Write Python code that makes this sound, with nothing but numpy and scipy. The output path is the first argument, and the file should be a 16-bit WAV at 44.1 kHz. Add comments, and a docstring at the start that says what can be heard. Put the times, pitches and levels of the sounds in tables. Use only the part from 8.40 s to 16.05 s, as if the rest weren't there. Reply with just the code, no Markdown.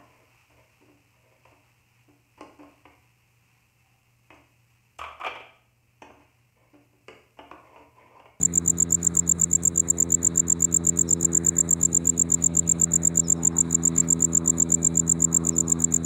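"""A cricket is already singing from a crack in sunlit concrete, close to the microphone: eight chirps a
second, three strokes each, its scraper running along the file and ringing the wings near 7 kHz. Gain
control ducks under each chirp; a distant engine drones over outdoor rumble. Half a second in come the
first of a few sharp snaps, small bird calls and soft rustles. At 1.5 s one chirp is hurried. From about
3 s far-off noise swells more strongly, and toward the end the traffic grows a little louder."""
import sys
import numpy as np
from scipy import signal
from scipy.fft import rfft, irfft
from scipy.io import wavfile
from scipy.ndimage import uniform_filter1d

SR = 44100
rng = np.random.default_rng(int(sys.argv[2]) if len(sys.argv) > 2 else 0)


def transcribe(signal):
    """Save signal, clipped to [-1, 1], as a 16-bit WAV file at the path in sys.argv[1]."""
    frames = np.atleast_2d(signal).T
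    limited = np.clip(frames, -1, 1)
    pcm = np.round(limited * 32767).astype(np.int16)
    wavfile.write(sys.argv[1], SR, pcm)


N = 337365

# The cricket's chirps, close to the microphone. Each entry: centre of the last stroke in seconds.
CHIRP_TIMES = [0.0552, 0.1801, 0.3025, 0.4268, 0.5486, 0.6719, 0.7944, 0.9184, 1.0397, 1.1559, 1.2774,
               1.4012, 1.5053, 1.6269, 1.7464, 1.872, 2.0002, 2.1244, 2.2478, 2.3682, 2.4928, 2.615, 2.7326,
               2.8522, 2.9739, 3.0898, 3.2093, 3.3329, 3.4553, 3.5719, 3.697, 3.82, 3.944, 4.0652, 4.1935,
               4.3185, 4.4402, 4.5608, 4.6756, 4.7988, 4.9251, 5.0751, 5.2096, 5.3508, 5.4777, 5.6046,
               5.729, 5.8479, 5.9748, 6.1014, 6.2252, 6.345, 6.4717, 6.5977, 6.7205, 6.8465, 6.9699, 7.0925,
               7.2072, 7.3233, 7.4448, 7.565, 7.688]
# The three strokes of a chirp. Each row: offset from the last in seconds, length in seconds, level in
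# dB, top pitch in Hz, seconds from centre to top pitch, octave against the tone in dB, scrape in dB.
STROKES = [(-.0399, 0.0075, -20.8, 7080, -0.0022, -24.5, -51.5),
           (-.0214, .011, -7.7, 7334, -.0014, -26.5, -46), (0, .012, -3.5, 7489, -0.0014, -33, -41)]
# The scraper slips on the file or misses it. Each row: time in seconds, loss of tone in dB.
SCRAPER_SLIPS = [(0.158, 4.5), (0.651, 8), (0.755, 8.5), (1.238, 8), (1.627, 2), (2.831, 6), (5.329, 8),
                 (6.598, 1), (7.072, 4.5), (7.093, 4.5), (7.207, 4), (7.302, 7), (7.424, 11), (7.445, .5),
                 (7.565, 3.5)]
# Brightness of the song. Each row: time in seconds, gain of the octave in dB.
OCTAVE_GAIN = [(0, 1.5), (6.7, -2), (7.1, 1)]
# Resonance of the scraped wings. Each row: frequency in Hz, relative level in dB.
WING_COLOUR = [(4500, -57), (5400, -25.5), (6200, -6), (7100, 1.5), (8000, -0.5), (9300, -9),
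               (10500, -15.5), (12000, -20), (13200, -25), (14500, -17.5), (15500, -12), (16200, -23.5)]


def cricket(shimmer=.0075, skip_depth=.12, slip_scrape_db=-39, slip_drop_hz=170, slip_fall_hz_per_s=70000):
    """The scraper runs along the file: a gliding tone, rough where teeth are skipped, over a scrape."""
    tone, scrape = np.zeros(N), np.zeros(N)
    t = np.arange(-800, 1600) / SR  # seconds from the centre of a stroke
    for chirp in CHIRP_TIMES:
        hurried = abs(chirp - 1.505) < .05  # this chirp starts late and drops its middle stroke
        delay_s = .023 * hurried
        add(tone, chirp - .0545 + delay_s, wing_opening())
        for stroke, (offset, length, db, hz, fastest_s, octave_db, scrape_db) in enumerate(STROKES):
            if hurried and stroke == 1:
                continue
            centre = chirp + offset + (stroke == 0) * delay_s
            start = centre + t[0]
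            force, speed, grit, snag = rng.standard_normal(4)  # no two strokes are alike
            # a slip cuts the stroke short, lowers it, steepens its fall and turns it into a rasp
            loss_db = sum(loss for when, loss in SCRAPER_SLIPS if abs(when - centre) < .008)
            slip = 1 - np.exp(-loss_db / 2)
            grip_s = length * (1 - .42 * slip)
            db += .55 * force - loss_db
            hz += 20 * speed - slip * (slip_drop_hz + slip_fall_hz_per_s * np.clip(t, -grip_s, grip_s))
            scrape_db = slip * slip_scrape_db + (1 - slip) * (scrape_db + 2 * grit)
            # teeth are skipped as the last stroke slows, and all through one that grips badly
            slowing = (stroke == 2) * np.exp(-((t / grip_s - .28) / .17) ** 2)
            bad_grip = min(undb(scrape_db - db + 29) ** 2, 2)
            rough = shimmer + skip_depth * (slowing + .5 * bad_grip)
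            octave_db += np.interp(centre, *np.transpose(OCTAVE_GAIN))
            ring, envelope = wing_stroke(t, grip_s, hz, fastest_s, octave_db, rough)
            add(tone, start, undb(db) * ring)
            # the scraper catches with a click, skids if it grips badly, then rubs along the file
            catch = undb(5 + 4 * snag) * burst(t + .49 * length)
            skid = slip * undb(9) * np.exp(-((t + grip_s / 2) / .0014) ** 2)
            rub = undb(-1) * envelope + undb(8) * (1 - slip) * slowing
            add(scrape, start, undb(scrape_db) * (catch + skid + rub))
            clicks, pings = wing_ticks(t, stroke)
            add(scrape, start, clicks)
            add(tone, start, pings)
    teeth = unit(rng.standard_normal(N) * undb(5.5 * rng.standard_normal(N)))
    # wings this small radiate almost nothing below their resonance
    small_wings = signal.butter(8, 5600, "high", fs=SR, output="sos")
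    return signal.sosfiltfilt(small_wings, tone + colour(teeth * scrape, WING_COLOUR))


def wing_stroke(t, length, top_hz, fastest_s, octave_db, rough, sag_hz_per_s2=16.1e6, wander_hz=18):
    """One stroke's tone and envelope: it swells and fades as the wings close, arching with their speed."""
    travel = np.clip(t / length, -.5, .5)
    envelope = np.maximum(np.cos(np.pi * travel), 0)
    pitch = top_hz - sag_hz_per_s2 * (travel * length - fastest_s) ** 2 + wander_hz * walk(424, len(t))
    phase = phase_of(pitch) + rough * walk(1500, len(t))
    # the tooth strikes, and with them the octave, are hardest early in the stroke
    octave = envelope ** .58 * undb(octave_db - 19 * travel + 3 * walk(500, len(t)))
    ring = envelope * np.sin(phase) + octave * np.sin(2 * phase)
    return (1 + rough * walk(1300, len(t))) * ring, envelope


# Ticks of the reopening wings. Each row: stroke (0-2), seconds from its centre, level in dB, ring in Hz.
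WING_TICKS = [(0, -.0153, -42.5, 6540), (0, -.0105, -48.5, 6300), (0, .003, -46, 6500),
              (0, .0065, -43, 6800), (0, .0092, -40.5, 6500), (1, .0045, -39, 6600), (1, .008, -44, 6800),
              (1, .0105, -46, 8460), (1, .0132, -39, 6900), (2, .0065, -39, 6500), (2, .0118, -37, 6600),
              (2, .016, -46, 6700)]


def wing_ticks(t, stroke, click_db=-5):
    """The wings tick as they reopen: the envelope of the noisy clicks, and the pings they ring with."""
    clicks, pings = np.zeros(len(t)), np.zeros(len(t))
    for owner, delay_s, db, ring_hz in WING_TICKS:
        if round(owner) == stroke:
            late, loud, sharp = rng.standard_normal(3)
            since = t - delay_s - .0004 * late
            tick = undb(db + 3 * loud) * burst(since)
            clicks += undb(click_db) * tick
            pings += tick * np.sin(2 * np.pi * (ring_hz + 140 * sharp) * since)
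    return clicks, pings


def wing_opening(length_s=.0086, db=-41, from_hz=9200, to_hz=6200):
    """Before each chirp the wings open, brushing the file backwards in a faint falling zip."""
    travel = np.linspace(0, 1, int(length_s * SR))
    pitch = to_hz + (from_hz - to_hz) * (1 - travel) ** 1.2 + 250 * walk(1200, len(travel))
    envelope = undb(db + 3 * walk(700, len(travel))) * np.sin(np.pi * travel)
    return envelope * np.sin(phase_of(pitch))


# Snaps at the cricket's crack. Each row: time in seconds, level in dB.
SNAP_HITS = [(.426, -21), (1.75, -22), (6.23, -22), (7.093, -22)]
# Colour of a wing snap. Each row: frequency in Hz, relative level in dB.
SNAP_COLOUR = [(1500, -40), (4200, -8.5), (7500, 5), (10000, -6), (15500, -15)]


def wing_snaps():
    """Now and then a sharp little snap, one bright impulse, breaks through the song."""
    clicks = np.zeros(N)
    for s, db in SNAP_HITS:
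        add(clicks, s, undb([db]))
    return colour(clicks, SNAP_COLOUR)


# A small bird somewhere behind the cricket.
# Each row: start in seconds, length in seconds, level in dB, starting pitch in Hz, lowest pitch in Hz.
BIRD_NOTES = [(.497, .029, -54, 5560, 5160), (.818, .026, -65, 5230, 5180), (2.602, .024, -57, 5680, 5200),
              (2.672, .044, -44, 5920, 5130), (4.832, .048, -44, 5880, 5110),
              (5.118, .024, -63, 5290, 5180), (7.116, .04, -48, 6100, 5170)]


def bird(echo_s=.12, waver_hz=40, flutter_db=2, turn=.78):
    """Short whistles that swoop down and just turn up again, each thrown back, blurred, by a far wall."""
    direct, echo = np.zeros(N), np.zeros(N)
    for start, length, db, from_hz, low_hz in BIRD_NOTES:
        progress = np.linspace(0, 1, int(length * SR))
        swoop = low_hz + (from_hz - low_hz) * (1 - progress / turn) ** 2
        phase = phase_of(swoop + waver_hz * walk(400, len(progress)))
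        envelope = np.abs(np.sin(np.pi * progress)) ** .6 * undb(flutter_db * walk(200, len(progress)))
        call = undb(db) * envelope * (np.sin(phase) + undb(-28) * np.sin(2 * phase))
        add(direct, start, call)
        add(echo, start + echo_s, call)
    return direct + reflections(direct, db=-10, t60_s=.2) + reflections(echo, db=-15, t60_s=.06)


# The exhaust of an engine far from the microphone. Each row: harmonic number, mean level in dB.
EXHAUST_HARMONICS = [(1, -40.5), (2, -34), (3, -38), (4, -41.5), (5, -46), (6, -57.5), (7, -56.5), (8, -65)]
# Its harmonics fade on the way here; only the swing about each column's mean counts.
# Each row: time in seconds, then in dB the second, the third, and the fourth and fifth together.
LOW_FADES = [(0, -36, -42, -46), (0.5, -35.5, -40.5, -43.8), (1.0, -35.5, -45.5, -48),
             (1.6, -38.5, -40.5, -41.5), (2.2, -35.5, -40.0, -43.5), (2.55, -35, -39, -40.5),
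             (2.9, -34.0, -37.5, -37), (3.35, -35.5, -40, -44), (3.75, -36, -36.5, -42.5),
             (4.1, -34.5, -39, -45), (4.4, -33.0, -41, -43.5), (5.2, -34.0, -37, -42), (5.6, -32, -34, -41),
             (6.1, -34, -35.5, -39), (6.7, -32, -36.5, -42), (7.15, -34, -35.0, -38.5),
             (7.6, -34, -35.5, -43.5)]
# The sixth and seventh come and go more deeply. Each row: time in seconds, relative level in dB.
SIXTH_FADES = [(0, -66), (.5, -60), (1, -70), (1.3, -56), (1.65, -50), (2, -57), (2.42, -69), (2.68, -49),
               (3.35, -57), (3.6, -49.5), (4.12, -59), (4.9, -54.5), (5.15, -70), (5.95, -52.5), (6.7, -62),
               (7.1, -49), (7.6, -58)]
SEVENTH_FADES = [(0, -72), (.45, -59), (1.55, -62), (1.92, -55), (2.17, -62), (2.52, -53), (2.8, -63),
                 (3.25, -52), (3.75, -64), (4.05, -52), (4.95, -52), (5.3, -63), (5.65, -54), (6.4, -51),
                 (6.75, -57), (7.2, -53), (7.6, -62)]
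# Faint hums and whines beside the drone. Each row: pitch in Hz, level in dB.
ENGINE_WHINES = [(123, -58), (312, -57), (438, -61), (1254, -63), (1619, -68), (3957, -70.5)]


def engine(firing_hz=85.25, slowing_hz_per_s=.33, lag_s=.009, lag_hz=400):
    """Firing pulses of a far, slowing engine; the lows arrive last and the air makes harmonics waver."""
    hz = firing_hz - slowing_hz_per_s * np.arange(N) / SR
    levels = curves(LOW_FADES) + curves(SIXTH_FADES) + curves(SEVENTH_FADES)
    second, third, middle, sixth, seventh = (level - level.mean() for level in levels)
    fades = [0, second, third, middle, middle, sixth, seventh, 3 * walk(3)]
    phase = phase_of(hz)
    drone = np.zeros(N)
    for (k, db), fade_db in zip(EXHAUST_HARMONICS, fades):
        lag_cycles = lag_s * lag_hz * (1 - np.exp(-k * hz.mean() / lag_hz))
        drone += undb(db + fade_db + k / 8 * walk(12)) * np.sin(2 * np.pi * lag_cycles - k * phase)
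    for whine_hz, db in ENGINE_WHINES:
        drone += undb(db + 2.1 * walk(4)) * np.sin(phase_of(whine_hz + 2.39 * walk(9)))
    return np.sqrt(2) * drone


# Soft rustles near the microphone, and at 4.23 s one brief dull snap. # Each row: centre in seconds, half
# length in seconds, level in dB, pitch of the knock in Hz.
NEAR_RUSTLES = [(0.618, 0.037, -52.5, 690), (4.0, 0.028, -54, 1850), (4.231, .001, -48, 3500),
                (5.575, 0.019, -47, 465), (5.624, 0.038, -47, 1300)]
# Colour of their hiss. Each row: frequency in Hz, relative level in dB.
RUSTLE_COLOUR = [(300, -23), (700, -5), (2300, -2.5), (3100, -20), (4000, -7), (5000, -17.5), (12000, -29)]


def rustles(knock_db=-2):
    """Brief soft puffs of hiss, each with a dull resonance in it; the shortest is a dull snap."""
    t = np.arange(N) / SR
    hiss = colour(rng.standard_normal(N), RUSTLE_COLOUR)
    out = np.zeros(N)
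    for s, half_s, db, hz in NEAR_RUSTLES:
        knock = walk(.2 * hz) * np.sin(2 * np.pi * hz * t)
        out += undb(db) * np.exp(-((t - s) / half_s) ** 2) * (hiss + undb(knock_db) * knock)
    return out


# Soft swells of noise, far off.
# Each row: centre in seconds, half length in seconds, level in dB, band centre in Hz, width in Hz.
FAR_SWELLS = [(3.089, 0.27, -52.5, 1722, 520), (3.3, .15, -53.5, 1130, 352), (5.104, 0.18, -47.5, 940, 260),
              (6.055, 0.22, -49.5, 1100, 319.9), (7.119, 0.43, -50, 1100, 280), (.65, .15, -56, 1500, 450),
              (2.0, .2, -57, 1600, 450), (5.5, .2, -52.5, 1100, 250), (5.1, 1, -66, 3900, 260),
              (6.4, .22, -60, 2330, 90)]


def swells(flutter_db=1.2):
    """Far-off noise that rises and sinks, each time around a pitch of its own."""
    t = np.arange(N) / SR
    f = np.fft.rfftfreq(N, 1 / SR)
    out = np.zeros(N)
    for s, half_s, db, hz, width_hz in FAR_SWELLS:
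        roar = shaped_noise(1 / (1 + ((f - hz) / width_hz) ** 2) ** 2)
        out += undb(db + flutter_db * walk(25)) * np.exp(-((t - s) / half_s) ** 2) * roar
    return out


# The open air all around the microphone. Each row: frequency in Hz, relative density in dB.
AIR_COLOUR = [(25, -23.5), (55, -13.5), (85, -3), (130, -0.5), (300, -5), (450, -11), (700, -14.5),
              (1150, -16), (1700, -22.5), (2300, -23), (3050, -39.5), (3900, -24), (4900, -45),
              (5800, -46.5), (7200, -28.3), (8300, -37), (9700, -36), (11500, -50.5), (15600, -57)]
# Traffic in the distance. Each row: time in seconds, relative level in dB.
TRAFFIC_LEVEL = [(0, -57), (2.3, -56), (5, -53.5), (7.6, -53)]


def outdoor_air(air_db=-42.5, flicker_db=2, drift_db=1.07):
    """Rumble and hiss in half-octave bands that flicker apart; those near 1 kHz rise with the traffic."""
    f = np.fft.rfftfreq(N, 1 / SR)
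    spectrum = rfft(shaped_noise(gains(f, AIR_COLOUR)))
    traffic_db, = curves(TRAFFIC_LEVEL)
    octaves = np.clip(np.log2((f + 1) / 1000), -2.5, 3)  # from 1 kHz
    out = np.zeros(N)
    for centre in np.arange(-2.5, 3.1, .5):
        band = irfft(spectrum * np.maximum(1 - 2 * abs(octaves - centre), 0), N)
        rise_db = np.exp(-(centre + .18) ** 2) * (traffic_db - traffic_db.mean())
        restless = np.clip(1 + centre / 3, 0, 1)  # the low bands are steadier
        out += undb(rise_db + restless * (flicker_db * walk(16) + drift_db * walk(2.75))) * band
    return undb(air_db) * out


def reflections(x, db, t60_s):
    """Scattered reflections from the ground and walls."""
    t = np.arange(SR // 2) / SR
    tail = rng.standard_normal(len(t)) * np.exp(-np.log(1000) * t / t60_s) * (1 - np.exp(-t / .004))
    return undb(db) * signal.fftconvolve(x, tail / np.linalg.norm(tail))[:N]


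def undb(db):
    return 10 ** (np.asarray(db) / 20)


def unit(x):
    return x / np.sqrt(np.mean(x ** 2))


def phase_of(hz):
    return 2 * np.pi * np.cumsum(hz) / SR


def curves(table):
    """The columns of a table joined by straight lines in time."""
    s, *columns = np.transpose(table)
    return [np.interp(np.arange(N) / SR, s, c) for c in columns]


def add(out, s, sound):
    """Mix a sound in at time s."""
    i = int(round(s * SR))
    a, b = max(i, 0), min(i + len(sound), N)
    if b > a:
        out[a:b] += sound[a - i:b - i]


def gains(f, points):
    """Gain at frequencies f along a (Hz, dB) curve."""
    hz, db = np.transpose(points)
    return undb(np.interp(np.log(f + 1), np.log(hz), db))


def shaped_noise(gain):
    """Noise of unit power with the given spectrum."""
    return unit(irfft(rfft(rng.standard_normal(N)) * gain, N))


def colour(x, points, size=1024):
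    """Causal filter of unit power with a (Hz, dB) response."""
    cepstrum = irfft(np.log(gains(np.fft.rfftfreq(size, 1 / SR), points)))
    cepstrum[1:size // 2] *= 2
    cepstrum[size // 2 + 1:] = 0
    response = irfft(np.exp(rfft(cepstrum)))
    return signal.fftconvolve(x, response / np.linalg.norm(response))[:N]


def walk(rate, size=N):
    """Smooth chance with a spread of 1, changing about rate times a second."""
    k = max(int(SR / rate), 1)
    held = np.repeat(rng.standard_normal(size // k + 3), k)
    return unit(uniform_filter1d(uniform_filter1d(held, k), k))[k:k + size]


def burst(t, decay_s=.0023, attack_s=.00026):
    """A quick start at t = 0 that dies away."""
    return np.clip(t / attack_s, 0, 1) * np.exp(-np.maximum(t - attack_s, 0) / decay_s)


def scene():
    """One microphone by the crack: the cricket up close, the rest of the outdoors behind it."""
    song = cricket() + wing_snaps()
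    crack = reflections(song, db=-34, t60_s=.015)
    walls = reflections(song, db=-50, t60_s=.16)
    return (song + crack + walls + bird() + engine() + outdoor_air() + swells() + rustles())[None]


def record(dry, threshold_db=-16.5, bass_share=.27, split_hz=600, top_hz=16000):
    """Two-band gain control ducks under each chirp, the treble more than the bass; then the top is cut."""
    bass = signal.sosfiltfilt(signal.butter(4, split_hz, fs=SR, output="sos"), dry)
    treble = dry - bass
    power = uniform_filter1d(uniform_filter1d(treble ** 2, size=1323), size=529)  # over 30 and 12 ms
    late_power = np.pad(power, ((0, 0), (397, 0)))[:, :N]  # 9 ms behind
    gain = (1 + np.maximum(late_power, 0) / undb(threshold_db) ** 2) ** -.5
    top_cut = signal.ellip(8, .2, 60, top_hz, fs=SR, output="sos")
    return signal.sosfilt(top_cut, treble * gain + bass * gain ** bass_share)


dry = scene()
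out = record(dry)
transcribe(out)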